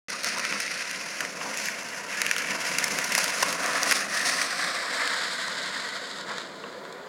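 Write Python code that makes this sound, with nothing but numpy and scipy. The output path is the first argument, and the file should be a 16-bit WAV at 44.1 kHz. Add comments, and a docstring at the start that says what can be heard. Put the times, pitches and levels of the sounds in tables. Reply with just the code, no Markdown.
"""A drift trike coasts down a street, slides past about 4.5 m from the microphone and rolls away.
Its hard plastic rear wheels grind over the asphalt grit and crack loose stones; the frame thrums and
knocks. The wheels sound lower from behind than from the front. Wall and house fronts throw back a
short echo; behind it lie the hum of the town and, late on, a distant car. One fixed microphone, mono,
with a gain control that ducks after loud cracks."""
import sys
import numpy as np
from scipy import signal
from scipy.fft import rfft, irfft
from scipy.io import wavfile
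from scipy.ndimage import uniform_filter1d

SR = 44100
rng = np.random.default_rng(int(sys.argv[2]) if len(sys.argv) > 2 else 0)


def wrap_up_sound(samples):
    """Save the sound to the file named by the first command line argument, as 16-bit audio."""
    columns = np.atleast_2d(samples).T
    # keep every value between -1 and 1, then stretch to whole-number steps
    tamed = np.clip(columns, -1, 1)
    steps = np.round(tamed * 32767).astype(np.int16)
    wavfile.write(sys.argv[1], SR, steps)


N = 312228
TIME = np.arange(N) / SR
SPEED_M_S, PASS_S, CLOSEST_M = 5.15, 3.604, 4.49  # the trike's path past the microphone
TURN_S, TURN_EASE_S = 4.7, 0.63  # it swings its back to the microphone: middle, time scale

# Skids of the wheels' plastic sleeves, before the loss with distance:
# start_s, length_s, rasp_db, fade_db_per_s, hiss_over_rasp_db, ring_over_rasp_db, grit_share
SKIDS = [(0.067, 0.15, -30, 5, 4, -25, 0.8), (0.222, 0.71, -23.5, 3.5, 0, -19, 0.9),
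         (0.242, 0.039, -21, 5, 0, -11, 0.9), (0.41, 0.077, -25, 5, 0, -4, 1),
         (1.01, 0.56, -35.5, -1.5, 4, -8, 0.3), (1.56, 0.13, -31, 4, 2, -9, 0.2),
         (2.078, 0.45, -30, -1, -5, -5.5, 0.76), (2.594, 0.46, -30, 11, -3, -17, 0.2),
         (3.106, 0.42, -29, 20, -2, -18, 0), (3.615, 0.43, -35, -5, -3.5, -7, 0),
         (3.847, 0.11, -33.5, -4, 4, -21, 0), (4.078, 0.13, -32.5, -24, 1, 0.5, 0.4),
         (4.237, 0.2, -30, 12, 3.5, -3.5, 0.5), (4.446, 0.46, -31.5, -6.5, -0.5, -6.5, 0.5),
         (4.919, 1.07, -28.5, 1.5, 2, -4, 0.37), (4.98, 0.12, -28.5, 0, -10, -5, 0.2),
         (6, 0.23, -36, 9, 7, -2, 0.2), (6.254, 0.15, -31.5, 0, 1.5, -9, 0.5),
         (6.435, 0.84, -44.5, 9.5, 8.5, -7, 0.5)]
# Brief dips in loudness: middle_s, half_length_s, dip_db
LEVEL_DIPS = [(1.336, 0.087, -4.5), (1.92, 0.12, -1.5), (2.059, 0.0051, -10), (2.356, 0.021, -3.5),
              (2.58, 0.061, -2.5), (3.57, 0.037, -2), (4.094, 0.055, -4.5), (6.244, 0.022, -1.5)]
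# Rough patches of road: middle_s, half_length_s, roar_lift_db, thrum_lift_db
ROUGH_PATCHES = [(0.266, 0.022, 9, 13), (0.382, 0.063, 9, 7.5), (0.533, 0.037, 8, 9.5),
                 (.85, 0.072, 0.5, -5), (1.228, 0.027, 8.5, 3), (1.466, 0.087, 6.5, 4.5),
                 (1.962, 0.27, -1, -1.5), (2.544, 0.084, 3.5, 2.5), (2.923, 0.074, 1.5, 5.5),
                 (3.08, 0.017, -7, -1), (3.28, 0.37, 0, 1), (3.327, 0.042, 0.5, -5), (3.68, 0.11, 3, -0.5),
                 (3.875, 0.024, 3, 5.5), (5.04, 0.2, 4.5, -3.5), (5.7, 0.24, 1, 3.5), (6.305, 0.05, 8.5, 5),
                 (6.662, 0.025, 1, 9)]
# Hollow roar of the rolling wheels: frequency_hz, gain_db
ROAR_COLOUR = [(200, -29), (400, -14), (480, 6), (570, -2.5), (700, -2), (790, -16), (870, 4.5), (1000, 7),
               (1170, -10.5), (1400, 5), (1600, 1), (2400, -6), (3400, -37), (6000, -52)]
# The same roar close to the microphone: frequency_hz, gain_db
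CLOSE_ROAR_COLOUR = [(150, -37.5), (290, -2), (390, -16.5), (510, -0.5), (600, -1), (700, 4), (780, -2),
                     (870, -8.5), (1020, 2), (1200, 3), (1600, -0.5), (2400, -11), (3200, -42), (6000, -57)]
# Weight of that close colour in the roar: time_s, share
CLOSE_SHARE = [(3.0, 0.64), (3.7, 1), (4.8, 1), (5.5, 0.64)]
# Midrange rasp of plastic on asphalt: frequency_hz, gain_db
RASP_COLOUR = [(500, -49), (1050, -22.5), (1400, -2), (1700, -2), (2100, 1), (2380, -4), (2620, -2),
               (2950, -9), (3400, -14.5), (4300, -21.5), (7000, -53)]
# Hiss of the finest grit: frequency_hz, gain_db
HISS_COLOUR = [(1500, -43.5), (2300, -14), (2650, 4), (2950, -0.5), (3600, -7), (4150, 2.5), (5000, 7.5),
               (5900, 7.5), (6900, 4.5), (8100, -7), (9200, -.5), (10200, 0), (11400, -4.5), (12800, -16),
               (14800, -13.5), (21000, -36)]
# Dry crackle of crushed sand: frequency_hz, gain_db
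SAND_COLOUR = [(1200, -22), (2600, -3), (3500, 4.5), (5200, -2.5), (7200, -0.5), (8800, 0), (11000, -10.5),
               (13000, -19.5), (21000, -28)]
# The wheels' resonances sink as the trike passes and turns away: time_s, pitch_factor
WHEEL_STRETCH = [(.5, 0.95), (1.6, 1.03), (2.8, 1.014), (3.65, 0.98), (4.27, 0.94), (4.7, .81),
                 (5.17, 0.74), (5.7, 0.73), (6.8, 0.71)]
# Narrow resonance of a slipping sleeve: frequency_hz, gain_db
SLEEVE_COLOUR = [(900, -71.5), (1620, -26.5), (1780, -12), (1870, -2.5), (1970, -7), (2150, -31),
                 (4000, -51)]
# Each sleeve's pitch shifts with load and slip: time_s, first_pitch_factor, second_pitch_factor
SLEEVE_STRETCH = [(0.2, 1.06, 1.3), (2.3, 0.93, 1.2), (3.1, 1, 1.05), (3.7, 0.9, 1), (4.2, 0.94, 1.01),
                  (4.7, 0.88, 1.06), (5.1, 0.87, 1.02), (5.8, 0.82, 1.02), (6.4, 0.72, 1.0)]
# A wheel catches and chirps: start_s, length_s, start_hz, end_hz, level_db
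SCUFFS = [(0.117, 0.063, 960, 1407, -42), (.549, 0.016, 1400, 1160, -35.5), (1.417, 0.12, 890, 862, -44)]
# Stones cracking under the wheels, levels as energy in 1 ms: start_s, clack_db, snap_db, decay_ms
STONES = [(0.102, -27, -25.5, 0.78), (0.107, -36, -36, 0.57), (0.2332, -34, -25, 1.7),
          (0.2447, -22.5, -19, 0.8), (0.286, -25, -28, 0.44), (0.384, -26, -27, 0.37),
          (0.395, -22, -33, .4), (0.451, -18.5, -27, 0.61), (0.5255, -18, -40, 0.41),
          (0.601, -18, -19.5, 2.3), (.631, -27, -39, .6), (0.679, -23, -38, 0.44), (0.9117, -27, -26, 0.63),
          (1.205, -17, -23, 2.6), (1.2495, -21, -29, 1.2), (1.327, -36, -37, 1.2), (1.5732, -32, -23, 0.61),
          (1.656, -31, -25, 1.5), (1.685, -19.5, -29, 0.87), (1.831, -40, -33.5, 1.8),
          (2.217, -13.5, -15.5, 0.65), (2.265, -15.5, -23, 0.39), (2.3124, -9.5, -17.5, 0.85),
          (2.3643, -15.5, -24.5, 0.43), (2.382, -28, -21.5, .5), (2.472, -26, -32, 0.34),
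          (2.7843, -14.5, -14, 1.5), (2.8412, -18, -14, 1.5), (2.881, -24, -25, .6),
          (2.987, -18, -19.5, 0.93), (3.041, -27, -19, 3.2), (3.12, -17.5, -19.5, 2.5),
          (3.151, -14.5, -14.5, 0.45), (3.178, -21, -12, 2.6), (3.187, -18, -15.5, 1.1),
          (3.242, -31, -18, 0.72), (3.26, -24, -37, 1.8), (3.426, -26, -12.5, 2.7), (3.527, -23, -23, 1.2),
          (3.661, -21.5, -22, 0.54), (3.832, -27, -14, 0.45), (3.9118, -14, -13.5, 0.4),
          (3.92, -10, -23, 0.83), (3.924, -13, -13, .45), (3.966, -34, -25, 1.4), (4.414, -14.5, -18, 3),
          (5.076, -22, -21, 0.35), (5.482, -25, -26, 0.6), (5.889, -32, -31, 0.46), (6.186, -34, -34, 0.69),
          (6.211, -40, -36, 0.83), (6.382, -27, -26.5, 0.73), (6.852, -32, -40, 0.43),
          (6.925, -46, -35, 1.5)]
# Bright snap of a stone: frequency_hz, gain_db
SNAP_COLOUR = [(1500, -7), (3200, 1), (4800, 12.5), (6100, 15), (8000, 5), (10000, 8), (12000, 1.5),
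               (15000, -5), (21000, -22)]
# Low thrum of tyre and frame: frequency_hz, gain_db
THRUM_COLOUR = [(25, -26), (55, -27), (100, -17.5), (150, -6), (195, 2), (240, -1), (330, -6), (420, -4.5),
                (560, -15), (1200, -46.5)]
# Bumps that knock the frame, level as energy in 1 ms: start_s, level_db, decay_ms
KNOCKS = [(1.411, -22.5, 2.6), (3.179, -15.5, 1.1), (3.4245, -20, 3), (3.429, -10, 1.2), (3.434, -21, 1.1),
          (3.913, -16.5, 1.4), (3.924, -19, 1.5), (6.637, -26, 1.9)]
# Modes of frame and seat: pitch_hz, level_db, t60_s
FRAME_MODES = [(323, -6, .022), (545, 3, .009), (696, -10, .02), (1090, 6, .016), (1550, 2, .014),
               (1790, 1, .012), (2750, 8, .008)]
# A car far down the street: time_s, level_db, pitch_factor
CAR_APPROACH = [(0.1, -85, 1.3), (5.5, -60, 1.02), (6.3, -51.5, 0.88), (6.85, -45.5, 0.98),
                (7.05, -46, 1.12)]
# Drone of that car: frequency_hz, gain_db
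CAR_COLOUR = [(120, -32), (300, -12), (385, 5.5), (425, -6), (470, 5.5), (525, 0.5), (700, -9), (800, -22),
              (980, -6.5), (1170, -22), (2500, -37.5)]
# Hum of the town all around: frequency_hz, gain_db
TOWN_COLOUR = [(25, -44), (80, -25), (180, 0), (260, -2), (360, -6), (430, -3), (520, 4), (690, 0),
               (800, -11), (1000, -4), (1170, -12), (1400, -9), (1900, -13), (2700, -30), (3800, -24),
               (7000, -31), (11000, -37), (15000, -47)]


def wheels(chatter_db=2.5, judder_db=1.36, flicker_db=2.4):
    """The sleeves grab and slip on grit that rings the wheels, more evenly as the trike straightens."""
    rasp_gain, hiss_gain, ring_gain, gritty = scraping()
    stretch, = curves(WHEEL_STRETCH)
    grains = grit(per_s=1500, spread_db=2)
    # the finest grit is too light to stir the low resonances, so it only hisses
    fine_grains = unit(grains + grit(per_s=2700, spread_db=8.5))
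    uneven = turning(front=0.6, rear=0.35)
    grip_db = chatter_db * walk(170) + judder_db * walk(40)
    drive = unit(undb(grip_db * uneven)) * nearness() * level_dips()
    roar = rolling_roar(contact(grains, 0.26 * gritty) * drive)
    rasp_force = contact(grains, 0.6 * gritty) * drive * rasp_gain
    rasp = resonate(rasp_force, RASP_COLOUR, stretch ** 0.73)
    flicker = undb(flicker_db * uneven * walk(70))
    hiss_force = contact(fine_grains, 0.56 * gritty) * drive * hiss_gain * flicker
    hiss = dull_with_distance(resonate(hiss_force, HISS_COLOUR, stretch))
    return roar + rasp + hiss + sleeve_ring(drive * ring_gain, uneven) + sand(drive * hiss_gain)


def scraping(coast_db_per_s=2.3, bite_s=0.02, let_go_s=0.054):
    """Fading roll and skids add in power: gains of rasp, hiss and sleeve ring, and the grit share."""
    coast = undb(-coast_db_per_s * TIME)
    rasp, hiss, ring = ((coast * undb(db)) ** 2 for db in (-28.5, -29.5, -40))
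    grit_power = 0.079 * rasp
    for start_s, length_s, rasp_db, fade_db_per_s, hiss_db, ring_db, grit_share in SKIDS:
        age = TIME - start_s
        envelope = np.clip(age / bite_s, 0, 1) * np.exp(-np.maximum(age - length_s, 0) / let_go_s)
        power = (envelope * undb(rasp_db - fade_db_per_s * np.clip(age, 0, length_s))) ** 2
        rasp += power
        hiss += power * undb(hiss_db) ** 2
        ring += power * undb(ring_db) ** 2
        grit_power += power * grit_share
    return np.sqrt(rasp), np.sqrt(hiss), np.sqrt(ring), grit_power / rasp


def grit(per_s, spread_db):
    """Grains of asphalt strike the sleeves: many small, a few large."""
    struck = rng.random(N) < per_s / SR
    sizes = undb(spread_db * np.minimum(rng.standard_exponential(N), 5))
    return unit(struck * sizes * rng.choice([-1, 1], N))


def contact(grains, share):
    """Separate grains stand out over the blur of countless tiny ones."""
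    return np.sqrt(share) * grains + np.sqrt(1 - share) * rng.standard_normal(N)


def level_dips():
    """The loudness dips briefly here and there."""
    return undb(sum(db * bell(s, half_s) for s, half_s, db in LEVEL_DIPS))


def roughness():
    """Rough road lifts the roar and the thrum: one curve in dB for each."""
    return sum(np.outer(lifts_db, bell(s, half_s)) for s, half_s, *lifts_db in ROUGH_PATCHES)


def rolling_roar(force, wander=0.015):
    """The wheels roar, their resonances wandering as they swivel; the colour changes close by."""
    lift_db, _ = roughness()
    force = force * undb(-33 + lift_db + turning(front=0, rear=1))
    share, = curves(CLOSE_SHARE)
    close, far = np.sqrt(share), np.sqrt(1 - share)
    swivel = 1 + wander * walk(9)
    far_roar = resonate(force * far, ROAR_COLOUR, swivel)
    close_roar = resonate(force * close, CLOSE_ROAR_COLOUR, swivel)
    return (far_roar + close_roar) / (far + close)


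def sleeve_ring(gain, uneven, stutter_db=2.5, steps_per_s=55, wander=0.032):
    """Sideways slip rings each of the two sleeves in its own narrow, stuttering band."""
    out = np.zeros(N)
    for pitch in curves(SLEEVE_STRETCH):
        stutter = unit(undb(stutter_db * uneven * walk(steps_per_s)))
        rub = rng.standard_normal(N) * gain * stutter * undb(-0.5)
        out += resonate(rub, SLEEVE_COLOUR, pitch * (1 + wander * walk(steps_per_s)))
    return out


def sand(gain):
    """Loose sand is crushed under the sliding sleeves; its crackle carries only a short way."""
    return resonate(grit(per_s=2700, spread_db=4) * gain * undb(-5) * nearness(), SAND_COLOUR)


def scuffs(width_hz=380):
    """A wheel catches for a moment and gives a rough, gliding chirp."""
    out = np.zeros(N)
    for start_s, length_s, start_hz, end_hz, level_db in SCUFFS:
        n = int(length_s * SR)
        phase = 2 * np.pi * np.cumsum(np.linspace(start_hz, end_hz, n)) / SR
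        chirp = walk(width_hz)[:n] * np.sin(phase) + walk(width_hz)[:n] * np.cos(phase)
        add(out, start_s, undb(level_db) * unit(chirp * np.hanning(n)))
    return out


def stones():
    """A loose stone cracks under a sleeve: a short clack of the wheel and a bright snap."""
    stretch, = curves(WHEEL_STRETCH)
    out = np.zeros(N)
    for start_s, clack_db, snap_db, decay_ms in STONES:
        factor = stretch[[int(start_s * SR)]]
        for colour, level_db in (RASP_COLOUR, clack_db), (SNAP_COLOUR, snap_db):
            response = irfft(body_spectra(colour, factor))[0]
            add(out, start_s, undb(level_db) * crunch(decay_ms, response))
    return out


def crunch(decay_ms, response, tail_ms=7, snap=0.61):
    """A contact snaps, breaks up, skitters on and rings a body; it holds the energy of 1 ms at rms 1."""
    age_ms = np.arange(1024) / SR * 1000
    age = age_ms / decay_ms
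    envelope = np.sqrt(age) * np.exp(-age) + undb(-22) / 2 * np.exp(-age_ms / tail_ms)
    force = rng.standard_normal(len(age)) * envelope
    force[np.argmax(envelope)] += snap
    sound = signal.fftconvolve(force, response)
    return sound * np.sqrt(SR / 1000 / np.sum(sound ** 2))


def frame_thrum(sway_db=1.3):
    """The uneven road keeps tyre and frame thrumming, softer from behind."""
    _, lift_db = roughness()
    level_db = -45.5 + lift_db + turning(front=0, rear=-4) + sway_db * walk(18)
    return resonate(rng.standard_normal(N) * undb(level_db) * nearness() ** 0.67, THRUM_COLOUR)


def frame_knocks(band_hz=(500, 2800)):
    """Bigger bumps knock the modes of frame and seat."""
    t = np.arange(8192) / SR
    modes = sum(undb(db - 60 * t / t60) * np.sin(2 * np.pi * hz * t) for hz, db, t60 in FRAME_MODES)
    # thin tubes radiate little bass, and the tyre cushions the treble
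    modes = signal.sosfilt(signal.butter(2, band_hz, "band", fs=SR, output="sos"), modes)
    out = np.zeros(N)
    for start_s, level_db, decay_ms in KNOCKS:
        add(out, start_s, undb(level_db) * crunch(decay_ms, modes))
    return out


def nearness():
    """The trike's gain at the microphone: 1 at its closest, falling as 1 / distance."""
    return CLOSEST_M / np.hypot(CLOSEST_M, SPEED_M_S * (TIME - PASS_S))


def turning(front, rear):
    """A value slides from its front to its rear setting as the trike turns from the microphone."""
    return front + (rear - front) / (1 + np.exp((TURN_S - TIME) / TURN_EASE_S))


def dull_with_distance(x, corner_hz=6500):
    """The treble fades faster with distance than the rest."""
    low = signal.sosfilt(signal.butter(1, corner_hz, fs=SR, output="sos"), x)
    return low + (x - low) * nearness() ** 0.77


def wall_echo(x, t60_s=0.22, wet_db=-13, delay_s=0.0075, top_hz=6000):
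    """Wall and house fronts scatter reflections back to the microphone."""
    t = np.arange(SR // 2) / SR
    tail = rng.standard_normal(len(t)) * undb(-60 * t / t60_s) * (t > delay_s)
    tail /= np.sqrt(np.sum(tail ** 2))
    tail = signal.sosfilt(signal.butter(1, top_hz, fs=SR, output="sos"), tail)
    return undb(wet_db) * signal.fftconvolve(x, tail)[:N]


def distant_car():
    """A car drones far off, growing louder as it draws nearer and rising at the very end."""
    level_db, pitch = curves(CAR_APPROACH)
    return resonate(rng.standard_normal(N), CAR_COLOUR, pitch) * undb(level_db)


def town_hum(level_db=-47, swell_db=1):
    """The town hums behind everything, swelling slightly."""
    return resonate(rng.standard_normal(N), TOWN_COLOUR) * undb(level_db + swell_db * walk(4.2))


def resonate(x, colour, stretch=None, size=1024):
    """Pass x through a body block by block; stretch moves its resonances over time."""
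    blocks = np.pad(x, (0, -N % size)).reshape(-1, size)
    factors = np.ones(1) if stretch is None else stretch[::size]
    rung = irfft(rfft(blocks, 2 * size) * body_spectra(colour, factors, size))
    heads, tails = rung[:, :size].ravel(), rung[:, size:].ravel()
    return heads[:N] + np.r_[np.zeros(size), tails][:N]


def body_spectra(colour, factors, size=1024):
    """Causal frequency responses of unit power gain, one for each factor on the resonances."""
    hz, db = np.transpose(colour)
    bins_hz = np.maximum(np.arange(size + 1) * SR / (2 * size), 1)
    gain = undb(np.interp(np.log(bins_hz / factors[:, None]), np.log(hz), db))
    gain /= np.sqrt(np.mean(gain ** 2, axis=1, keepdims=True))
    cepstrum = irfft(np.log(gain))
    causal_fold = np.r_[1, np.full(size - 1, 2), 1, np.zeros(size - 1)]
    return np.exp(rfft(cepstrum * causal_fold))


def undb(db):
    """Decibels to gain."""
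    return 10 ** (db / 20)


def unit(x):
    """Scale to rms 1."""
    return x / np.sqrt(np.mean(x ** 2))


def bell(middle_s, half_s):
    """A smooth bump in time, of height 1."""
    return np.exp(-((TIME - middle_s) / half_s) ** 2)


def curves(table):
    """The columns of a table, joined by straight lines in time."""
    times_s, *columns = np.transpose(table)
    return [np.interp(TIME, times_s, column) for column in columns]


def walk(per_s):
    """Glide to a new random value per_s times a second; rms 1."""
    hold = int(SR / per_s)
    return unit(uniform_filter1d(rng.standard_normal(N)[np.arange(N) // hold], hold))


def add(track, start_s, sound):
    """Mix a sound into a track."""
    i = int(start_s * SR)
    track[i:i + len(sound)] += sound[:N - i]


def duck(x, threshold=0.37, slope=0.5, attack_s=0.0079, release_s=0.15):
    """Gain control: a sharp peak slips through, then the level ducks and recovers."""
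    excess = np.log(np.maximum(np.abs(x) / threshold, 1))
    fall = TIME / release_s
    held = np.maximum.accumulate(excess + fall, axis=-1) - fall
    pole = np.exp(-1 / (attack_s * SR))
    return x * np.exp(-slope * signal.lfilter([1 - pole], [1, -pole], held))


def scene():
    """From the roadside, in mono: the trike, its echo, the far car and the town."""
    trike = wheels() + scuffs() + stones() + frame_thrum() + frame_knocks()
    return (trike + wall_echo(trike) + distant_car() + town_hum())[None]


def record(dry, silence_s=0.084, top_hz=16000):
    """The sound starts after a brief silence, ducks after loud cracks and has a steep top edge."""
    top_cut = signal.ellip(8, 0.2, 70, top_hz, fs=SR, output="sos")
    return signal.sosfilt(top_cut, duck(dry) * (TIME > silence_s))


dry = scene()
out = record(dry)
wrap_up_sound(out)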